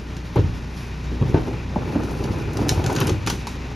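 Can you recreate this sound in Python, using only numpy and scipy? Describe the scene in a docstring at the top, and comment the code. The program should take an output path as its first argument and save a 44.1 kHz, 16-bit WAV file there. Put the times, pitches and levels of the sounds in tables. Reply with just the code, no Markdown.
"""A diesel garbage truck holds a fast idle on a street: summed exhaust orders, pulsing noise, pump tones.
After a lone clack, plastic wheelie bins are bumped and ring in decaying modes; one drags with gritty noise.
Pump hiss and a thin gear whine swell, more bumps boom, and the bins roll on asphalt: random impacts
drive resonances for rumble and lid chatter, while noise bursts clack ever more densely.
The rolling fades after three seconds and the truck idles on; house fronts answer bumps and clacks."""
import sys
import numpy as np
from scipy import signal
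from scipy.fft import rfft, irfft, next_fast_len
from scipy.io import wavfile
from scipy.ndimage import map_coordinates

SR = 44100
rng = np.random.default_rng(int(sys.argv[2]) if len(sys.argv) > 2 else 0)


def put_to_file(sound):
    """Save the sound as 16-bit audio at rate SR, in the file named by the first command-line argument."""
    columns = np.atleast_2d(sound).T  # one column per channel
    safe = np.clip(columns, -1, 1)
    whole_steps = np.round(safe * 32767)
    wavfile.write(sys.argv[1], SR, whole_steps.astype(np.int16))


N = 165375


def amp(db):
    """Decibels to gain."""
    return 10 ** (np.asarray(db) / 20)


def unit(x):
    """Scale to rms 1."""
    return x / np.sqrt(np.mean(x ** 2) + 1e-20)


def along(points, hz):
    """Read a curve of (frequency, value) points on a log frequency axis."""
    point_hz, values = np.transpose(points)
    return np.interp(np.log(hz + 1), np.log(point_hz + 1), values)


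def curves(rows):
    """One value per sample for each column after the time."""
    times_s, *columns = np.transpose(rows)
    return [np.interp(np.arange(N) / SR, times_s, column) for column in columns]


def wobble(rate):
    """A smooth random curve with rate knots a second."""
    return map_coordinates(rng.standard_normal(1024), [np.arange(N) * rate / SR], mode="mirror")


def filtered(x, response):
    """Shape the spectrum of x by a response of frequency."""
    length = x.shape[-1]
    padded = next_fast_len(length + 8192)
    spectrum = rfft(x, padded) * response(np.fft.rfftfreq(padded, 1 / SR))
    return irfft(spectrum, padded)[..., :length]


# Stereo width, side relative to mid before each layer's offset; columns: frequency_hz, side_db
STEREO_WIDTH = [(60, -23), (250, -10.5), (500, -5), (1000, -3.5), (2000, -2), (4500, -21.5), (7000, -16),
                (10000, -14)]


def coloured(x, spectrum, side_db):
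    """Two unrelated signals become mid and side of one stereo sound of rms 1."""
    def response(hz):
        side_gain = amp(along(STEREO_WIDTH, hz) + side_db)
        return amp(along(spectrum, hz)) * np.array([np.ones_like(hz), side_gain])
    mid, side = filtered(x, response)
    return unit(np.array([mid + side, mid - side]))


def resonating(x, peaks):
    """Ring x through parallel band-pass resonances of alternating sign, as stereo of rms 1."""
    def body(hz):
        total = 0
        for k, (centre, width, db) in enumerate(peaks):
            band = 1j * hz * width
            total = total + (-1) ** k * amp(db) * band / (centre * centre - hz * hz + band)
        return total
    return coloured(filtered(x, body), [(25, -23), (80, 7)], side_db=-5.0)


def impacts(rate, spread_db):
    """Two trains of small clicks, rate a second on average, with random sign and strength."""
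    hits = rng.random((2, N)) < rate / SR
    signs = rng.choice([-1, 1], (2, N))
    return hits * signs * amp(spread_db * np.clip(rng.standard_normal((2, N)), -2, 2))


def add(track, s, sound):
    """Mix a sound in at time s."""
    part = track[round(s * SR):][:len(sound)]
    part += sound[:len(part)]


# How long the street rings; columns: frequency_hz, t60_s
STREET_DECAY = [(100, 0.84), (500, 0.17), (3000, 0.15), (12000, 0.15)]


def street(x, wet_db):
    """The direct sound plus the scattered answer of truck and houses, as a decaying noise tail."""
    hz, t, cells = signal.stft(rng.standard_normal((2, SR // 2)), SR, nperseg=256)
    decay = amp(-60 * t / along(STREET_DECAY, hz)[:, None])
    onset = 1 - np.exp(-t / 0.0014)
    tail = signal.istft(cells * decay * onset, SR, nperseg=256)[1]
    tail = coloured(tail, [(20, -5), (16000, -2.5)], side_db=4.0)
    tail = tail / np.linalg.norm(tail[0])
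    return x + amp(wet_db) * signal.fftconvolve(x[None], tail, axes=1)[:, :N]


# Exhaust orders before the moving offset; columns: multiple_of_firing_rate, level_db
EXHAUST_ORDERS = [(.5, -43), (1, -30.5), (1.5, -39.5), (2, -42), (2.5, -43), (3, -46), (4, -45), (5, -55),
                  (6, -72), (10, -64)]
# Exhaust over time; columns: time_s, offset_db, firing_hz
EXHAUST_COURSE = [(0, -4, 59.6), (.5, -1, 59.3), (.95, -3, 60.23), (1.08, 4, 60.14), (1.25, 2.5, 60.6),
                  (1.45, -7, 60.9), (1.65, 2.5, 62.2), (1.9, -2.5, 62), (3.1, -5.5, 61), (3.75, -1.5, 62.3)]
# Tone of the mechanical noise; columns: frequency_hz, gain_db
ENGINE_TONE = [(20, -26), (35, -1), (60, -3.5), (120, 1.5), (250, -2.5), (400, -8), (660, -18.5),
               (950, -13), (1300, -18.5), (1900, -17.5), (2500, -20), (3300, -23), (6000, -28.5),
               (7300, -33), (10000, -45.5), (13400, -45.5), (14400, -66)]
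# Mechanical noise before pulsing; columns: time_s, level_db
ENGINE_COURSE = [(0, -37), (.33, -35.5), (.5, -35), (1.7, -34.5), (2.3, -35), (3.2, -33), (3.75, -34)]
FIRING_DRIFT = .006  # relative scale of the random wander
ORDER_FLUTTER_DB = 1.4  # unsteadiness of each exhaust order
ENGINE_RIPPLE_DB = 1.0  # reflections off truck and road comb the mechanical noise


def engine():
    """Sine exhaust orders, and mechanical noise pulsing at the firing rate and half of it."""
    hum_db, firing_hz = curves(EXHAUST_COURSE)
    phase = 2 * np.pi * np.cumsum(firing_hz * (1 + FIRING_DRIFT * wobble(3.93))) / SR
    hum = np.zeros(N)
    for multiple, db in EXHAUST_ORDERS:
        level = amp(db + hum_db + ORDER_FLUTTER_DB * wobble(11))
        hum += level * np.sqrt(2) * np.sin(multiple * phase + rng.uniform(0, 2 * np.pi))

    level_db, = curves(ENGINE_COURSE)
    pulse_db = 0.63 * np.sin(phase) + 0.44 * np.sin(phase / 2) + 1.0 * wobble(44.69)
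    grid_hz = np.linspace(0, SR / 2, 400)
    ripple_db = ENGINE_RIPPLE_DB * rng.standard_normal(len(grid_hz)) * (grid_hz > 500)
    noise = filtered(rng.standard_normal((2, N)), lambda hz: amp(np.interp(hz, grid_hz, ripple_db)))
    return hum + amp(level_db + pulse_db) * coloured(noise, ENGINE_TONE, side_db=-4.5)


# Faint pump tones before wander and flutter; columns: pitch_hz, level_db
PUMP_TONES = [(612, -56), (2425, -55.5)]
# Brief thin whine of gears before flutter; columns: time_s, level_db
GEAR_SWELL = [(.8, -72), (1.05, -56), (1.22, -52), (1.35, -70)]
GEAR_HZ, WHINE_WANDER = 3810, .008  # mean pitch; relative scale of pitch wander


def whines():
    """Sines with randomly wandering pitch: unsteady pump tones and a brief gear whine."""
    def tone(hz):
        return np.sin(2 * np.pi * np.cumsum(hz * (1 + WHINE_WANDER * wobble(90))) / SR)
    gear_db, = curves(GEAR_SWELL)
    pump = sum(amp(db + 2.2 * wobble(8)) * tone(hz) for hz, db in PUMP_TONES)
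    return pump + amp(gear_db + 2.5 * wobble(31.5)) * tone(GEAR_HZ)


# Resonances of the hydraulic hiss; columns: centre_hz, width_hz, gain_db
HISS_PEAKS = [(2410, 300, 0.5), (2710, 290, -2.5)]
# Swells of the hiss before flutter; columns: time_s, level_db
HISS_SWELL = [(0, -71), (.6, -64), (.87, -48), (1.15, -63), (1.45, -56), (1.62, -46), (1.7, -55),
              (2.3, -52), (3.75, -50)]


def pump_hiss():
    """Noise through two close resonances: the narrow hydraulic hiss swells and flutters."""
    hiss_db, = curves(HISS_SWELL)
    noise = rng.standard_normal((2, N))
    return amp(hiss_db + 3.0 * wobble(21.7)) * resonating(noise, HISS_PEAKS)


# Rolling wheels before flutter; columns: time_s, rumble_db, grit_db
ROLL_COURSE = [(0, -38, -60), (.95, -44.5, -57), (1.08, -40, -64), (1.3, -29, -55), (1.54, -28.5, -56),
               (1.68, -40, -75), (1.82, -25, -63), (2, -24, -55), (2.08, -27.5, -46.5),
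               (2.25, -22.5, -52.5), (2.38, -25, -49), (2.5, -28, -64), (2.63, -21.5, -48),
               (2.82, -23.5, -50.5), (3.0, -20.5, -52), (3.1, -25, -59), (3.2, -35, -75),
               (3.33, -31.5, -62), (3.42, -41.5, -55), (3.75, -38.5, -82)]
# Broad tone of the rolling rush; columns: frequency_hz, gain_db
ROLL_TONE = [(25, -31), (55, -0.5), (85, -3.5), (125, 0.5), (200, -3.5), (320, -3.5), (420, -5), (600, -21),
             (850, -23.5), (1150, -27), (1500, -38), (2100, -32.5), (4000, -54), (9000, -71)]
# Resonances of a rolling bin; columns: centre_hz, width_hz, gain_db
ROLL_PEAKS = [(108.7, 27, 6.5), (156.7, 18, 5), (280, 51, -6.5), (343, 44, -6.5), (523, 33, -9.5),
              (613, 14, -30), (840, 56, -13), (1020, 83, -18.5), (1428, 28, -27)]
# Resonances of small wheel and lid knocks; columns: centre_hz, width_hz, gain_db
JOLT_PEAKS = [(482, 42, -2), (605, 49, -0.5), (766, 126, 0.5), (852, 87, -1), (989, 74, -7.5),
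              (1290, 150, -7), (1484, 57, -10), (1750, 41, -12)]
# Tone of grit and scuff; columns: frequency_hz, gain_db
GRIT_TONE = [(500, -13), (2000, 0.5), (5500, 5.5), (8000, -5), (11000, -6), (13500, -10), (14600, -18)]
# A bin drags briefly; columns: time_s, level_db
SCUFF_COURSE = [(.72, -63), (.77, -46), (.83, -47.5), (.92, -63), (1, -85)]
ROLL_RING_DB, ROLL_RUSH_DB, JOLT_DB = -3.5, -3.5, -15  # shares within the rumble


def wheels():
    """Asphalt impacts drum and jolt the hollow bins; denser treble impacts crackle as grit."""
    rumble_db, grit_db = curves(ROLL_COURSE)
    scuff_db, = curves(SCUFF_COURSE)
    ring = resonating(impacts(rate=500, spread_db=3.0), ROLL_PEAKS)
    jolts = resonating(impacts(rate=130, spread_db=3), JOLT_PEAKS)
    rush = coloured(impacts(rate=1500, spread_db=4), ROLL_TONE, side_db=-5.5)
    body = amp(ROLL_RING_DB) * ring + amp(ROLL_RUSH_DB) * rush + amp(JOLT_DB) * jolts
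    rumble = amp(rumble_db + wobble(30.12)) * body
    crackle = coloured(impacts(rate=2800, spread_db=2.5), GRIT_TONE, side_db=-18)
    grit = amp(grit_db + 3.3 * wobble(40)) * crackle
    scuff = amp(scuff_db) * coloured(rng.standard_normal((2, N)), GRIT_TONE, side_db=-16)
    return rumble + grit + scuff


# Loose lids on the rolling bins; columns: time_s, level_db
LID_COURSE = [(1.8, -56), (2, -44), (2.15, -48), (2.45, -46), (2.85, -45), (2.97, -38), (3.03, -36.5),
              (3.1, -41), (3.15, -64)]
# Resonances of a lid; columns: centre_hz, width_hz, gain_db
LID_PEAKS = [(832, 35, -2.5), (947, 83, -3.5), (1240, 79, -3.5), (1456, 87, 3.5), (1760, 82, -13.5),
             (2180, 68, -11), (2550, 297, -4)]


def lids():
    """Random impacts ring the loose lids, loudest late in the roll."""
    chatter_db, = curves(LID_COURSE)
    return amp(chatter_db) * resonating(impacts(rate=280, spread_db=2.5), LID_PEAKS)


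# The load shifts inside a bin, level before the attack shape; columns: start_s, level_db
LOAD_SHIFTS = [(.362, -27.5), (1.336, -37), (1.366, -38), (3.005, -35)]
# Tone of the grains; columns: frequency_hz, gain_db
CRUNCH_TONE = [(400, -12), (1400, 8), (2000, -2), (3300, 4), (4700, -6), (6000, -23), (10000, -40)]
CRUNCH_RISE_S, CRUNCH_T60_S = .008, 0.15


def crunches():
    """Rubbish settles in a jolted bin as short decaying bursts of dense grains."""
    t, level = np.arange(N) / SR, np.zeros(N)
    for start_s, db in LOAD_SHIFTS:
        rise = 1 - np.exp(-t / CRUNCH_RISE_S)
        add(level, start_s, amp(db - 60 * t / CRUNCH_T60_S) * rise)
    return level * coloured(impacts(rate=900, spread_db=2), CRUNCH_TONE, side_db=4)


# Sharp clacks of lids and axles, level before the shape;
# columns: start_s, level_db, tilt_db_per_octave, rattle_db (relative to the crack)
CLACK_EVENTS = [(0.166, -32, -1, -19), (.358, -36.5, 11, -19), (.389, -32, -5.5, -8),
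                (1.342, -24.5, -12.5, -1.5), (2.034, -39, 5, -12), (2.11, -38, 11, -16),
                (2.239, -28.5, 1, -19), (2.384, -41, 5, -11), (2.532, -37, 9, -14), (2.57, -24, 2, -23),
                (2.612, -39, 2, -20), (2.684, -27, 5, -12), (2.691, -9, 2.5, -21), (2.84, -25.5, 0, -18.5),
                (2.862, -19, 1.5, -20.5), (2.9, -31, 0.5, -7), (2.927, -28, 10, -20), (2.951, -26, 4, -16),
                (2.961, -16.5, -1.5, -18), (2.985, -26, -5, -7), (3.002, -19, 9.5, -18.5),
                (3.012, -17.5, -3.5, -19), (3.069, -22, 6, -17), (3.077, -23.5, 0, -17),
                (3.094, -18.5, -0.5, -21.5), (3.263, -24, 4, -13), (3.272, -16, -0.5, -13),
                (3.283, -34, 2, -14), (3.299, -15, 4.5, -20.5), (3.469, -27, 1.5, -10.5)]
# Shared tone of the clacks; columns: frequency_hz, gain_db
CLACK_TONE = [(200, -29), (600, 0.5), (1400, 3), (2000, 0), (2800, 3), (4000, 2), (6300, 1), (8000, -4.5),
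              (10500, -12.5), (13000, -14), (15500, -26)]
CLACK_RISE_S, CLACK_T60_S, RATTLE_T60_S = .001, .02, 0.3
CLACK_RIPPLE_DB = 2.5  # depth of each clack's own resonances


def clacks():
    """Hard plastic slaps: noise with a short crack and a weak, longer rattle, each coloured anew."""
    out, t = np.zeros(N), np.arange(SR // 3) / SR
    grid_hz = np.linspace(0, SR / 2, 128)
    rise = 1 - np.exp(-(t / CLACK_RISE_S) ** 2)
    for start_s, db, tilt, rattle_db in CLACK_EVENTS:
        shape = (amp(-60 * t / CLACK_T60_S) + amp(rattle_db - 60 * t / RATTLE_T60_S)) * rise
        ripple_db = CLACK_RIPPLE_DB * rng.standard_normal(len(grid_hz))

        def response(hz):
            tilt_db = tilt * np.log2(np.maximum(hz, 800) / 4000)  # pivots at 4 kHz
            return amp(along(CLACK_TONE, hz) + np.interp(hz, grid_hz, ripple_db) + tilt_db)
        noise = filtered(rng.standard_normal(len(t)), response)
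        add(out, start_s, amp(db) * shape * unit(noise))
    return out


# Bumps of the bins, scaling the modes below;
# columns: start_s, cavity_db, wall_db, rim_db, panel_db, pitch_ratio, length_ratio
BUMP_EVENTS = [(.358, -28, -13, -17.5, -29.5, 1.03, 1), (.367, -7, -11, -18.5, -37, 1.22, 0.88),
               (.383, -9, -15, -25, -42, 1.06, 0.85), (0.391, -5, -38, -25, -40, 0.96, 0.87),
               (0.443, -14, -30.5, -35, -39, 0.9, 1.5), (1.116, -35, -17.5, -33, -50, 0.96, 0.62),
               (1.213, -8.5, -19, -24, -42, 1.1, 0.7), (1.222, -9.5, -22, -23.5, -35, 1.29, 0.83),
               (1.256, -13, -26, -25.5, -44, 1.07, 0.43), (1.296, -17, -27, -43, -44, 1.13, 1.4),
               (1.343, -3.5, -2.5, -14, -26, 0.95, 0.42), (1.369, -19, -13, -21.5, -30, 1.06, 0.71),
               (1.411, -15, -29, -33, -42, 0.63, .8), (1.471, -45, -19.5, -29.5, -36, 1.04, 1.14),
               (1.759, -43, -32, -10, -58, 0.97, 0.8), (1.763, -10, -21, -48, -55, 1.85, 0.6),
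               (1.782, -19.5, -23.5, -26, -39, 1.15, 0.74), (1.958, -21, -9, -17.5, -28, 0.77, 0.65),
               (2.204, -13, -14, -24, -42, 0.96, 0.41), (2.305, -11, -25, -33, -45, 1.1, 0.91),
               (2.59, -39, -17.5, -16.5, -44, 0.98, 0.65), (2.66, -29, -19, -18, -45, 0.88, 0.86),
               (2.721, -14, -33, -14, -45, 0.86, 0.79), (2.775, -13, -32, -29, -43, 1.01, 1.3),
               (2.796, -47, -28, -19, -42, 0.875, 0.72), (2.847, -21, -28, -19.5, -38, 0.91, 0.8),
               (2.897, -31, -17, -15, -25, 1.08, 0.78), (2.918, -21, -17.5, -15, -36, 0.9, 0.98),
               (3.013, -19, -25, -15.5, -20, 1.24, 0.74), (3.027, -17, -18.5, -40, -35, 0.75, 1.3),
               (3.087, -14, -17, -31, -30, 1.15, 0.9), (3.102, -30, -15, -17, -34, 1.05, 0.46),
               (3.118, -9.5, -28.5, -45, -44, 0.97, 2.2), (3.272, -41, -17, -18, -19, 1.03, 0.64),
               (3.299, -25, -24, -17.5, -21, 1.08, 0.78), (3.325, -19, -31, -47, -50, 1.17, 1.16),
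               (3.469, -36, -36, -21, -41, 1.12, 1.06)]
# Modes before each bump's scaling; columns of all four: pitch_hz, level_db, t60_s
# Boom of the enclosed air
CAVITY_MODES = [(92.8, -8.5, 0.18), (110.7, -2, 0.11), (148, -11, 0.068)]
# Bin walls
WALL_MODES = [(240, -8.5, 0.19), (323.7, 2, 0.091), (377.2, -1.5, 0.11), (477, -9.5, 0.13),
              (581, -8, 0.032)]
# Knock of the rim
RIM_MODES = [(786, -3.5, 0.053), (864, 2, 0.043), (961, -1, 0.034)]
# Clatter of the panels
PANEL_MODES = [(1076, 5, 0.03), (1250, -14, 0.045), (1368, -6, 0.12), (1450, -3.5, 0.049),
               (1694, -27, 0.022), (1960, 0, 0.036), (2210, -1, .03), (2460, -1, 0.034)]


def bumps():
    """Every bump rings the air cavity, walls, rim and panels of a bin as decaying sines."""
    out, t = np.zeros(N), np.arange(SR // 2) / SR

    def ring(modes, pitch, length, attack_s):
        total = np.zeros(len(t))
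        for hz, db, t60 in modes:
            level = amp(db + rng.normal(0, 1) - 60 * t / (t60 * length))
            mode_hz = hz * pitch * (1 + rng.normal(0, 0.017))
            total += level * np.sin(2 * np.pi * mode_hz * t)
        return total * (1 - np.exp(-(t / attack_s) ** 2))

    for start_s, cavity_db, wall_db, rim_db, panel_db, pitch, length in BUMP_EVENTS:
        cavity = amp(cavity_db) * ring(CAVITY_MODES, pitch, length, attack_s=0.0016)
        walls = amp(wall_db) * ring(WALL_MODES, pitch, length, attack_s=0.0024)
        rim = amp(rim_db) * ring(RIM_MODES, pitch, length, attack_s=0.0025)
        panels = amp(panel_db) * ring(PANEL_MODES, pitch, length, attack_s=0.0032)
        add(out, start_s, cavity + walls + rim + panels)
    return out


def scene():
    """Truck and bins together; the street answers the bumps and clacks."""
    truck = engine() + whines() + pump_hiss()
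    rolling = wheels() + lids() + crunches()
    return truck + rolling + street(clacks(), wet_db=-7.5) + street(bumps(), wet_db=-11)


# Level between the ports; columns: frequency_hz, left_minus_right_db
PORT_LEVELS = [(60, 0.7), (110, 0.1), (200, -1), (380, 0), (700, 2), (1290, 2.5), (2380, 2), (4400, -0.5),
               (8120, 0.5), (15000, -0.5)]
# Phase between the ports; columns: frequency_hz, left_lead_rad
PORT_LEAD = [(100, 0), (400, 0), (1100, .25), (1400, -.3), (2900, .25), (3500, 0), (6100, 0), (6800, -.9),
             (7700, -2.8), (8900, -3.4), (10400, -5.9), (12800, -6.9), (13900, -9.2)]
# Microphone treble, with a narrow notch and a peak above it; columns: frequency_hz, gain_db
MIC_TREBLE = [(7300, -0.5), (7750, 3), (8000, -11), (8600, -4), (8900, 10.5), (9300, 1), (13500, -1.5),
              (14300, 3)]
LOW_CUT_HZ, TOP_HZ = 32, 15800  # corner of the low cut; band limit


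def record(dry):
    """Two microphone ports differ in phase and level; low cut, uneven treble and band limit follow."""
    sides = np.array([[.5], [-.5]])  # half of each difference goes to each port

    def response(hz):
        ports = amp(sides * along(PORT_LEVELS, hz)) * np.exp(1j * sides * along(PORT_LEAD, hz))
        low_cut = hz ** 2 / np.hypot(hz ** 2, LOW_CUT_HZ ** 2)
        return ports * low_cut * amp(along(MIC_TREBLE, hz)) * (hz < TOP_HZ)
    return filtered(dry, response)


dry = scene()
out = record(dry)
put_to_file(out)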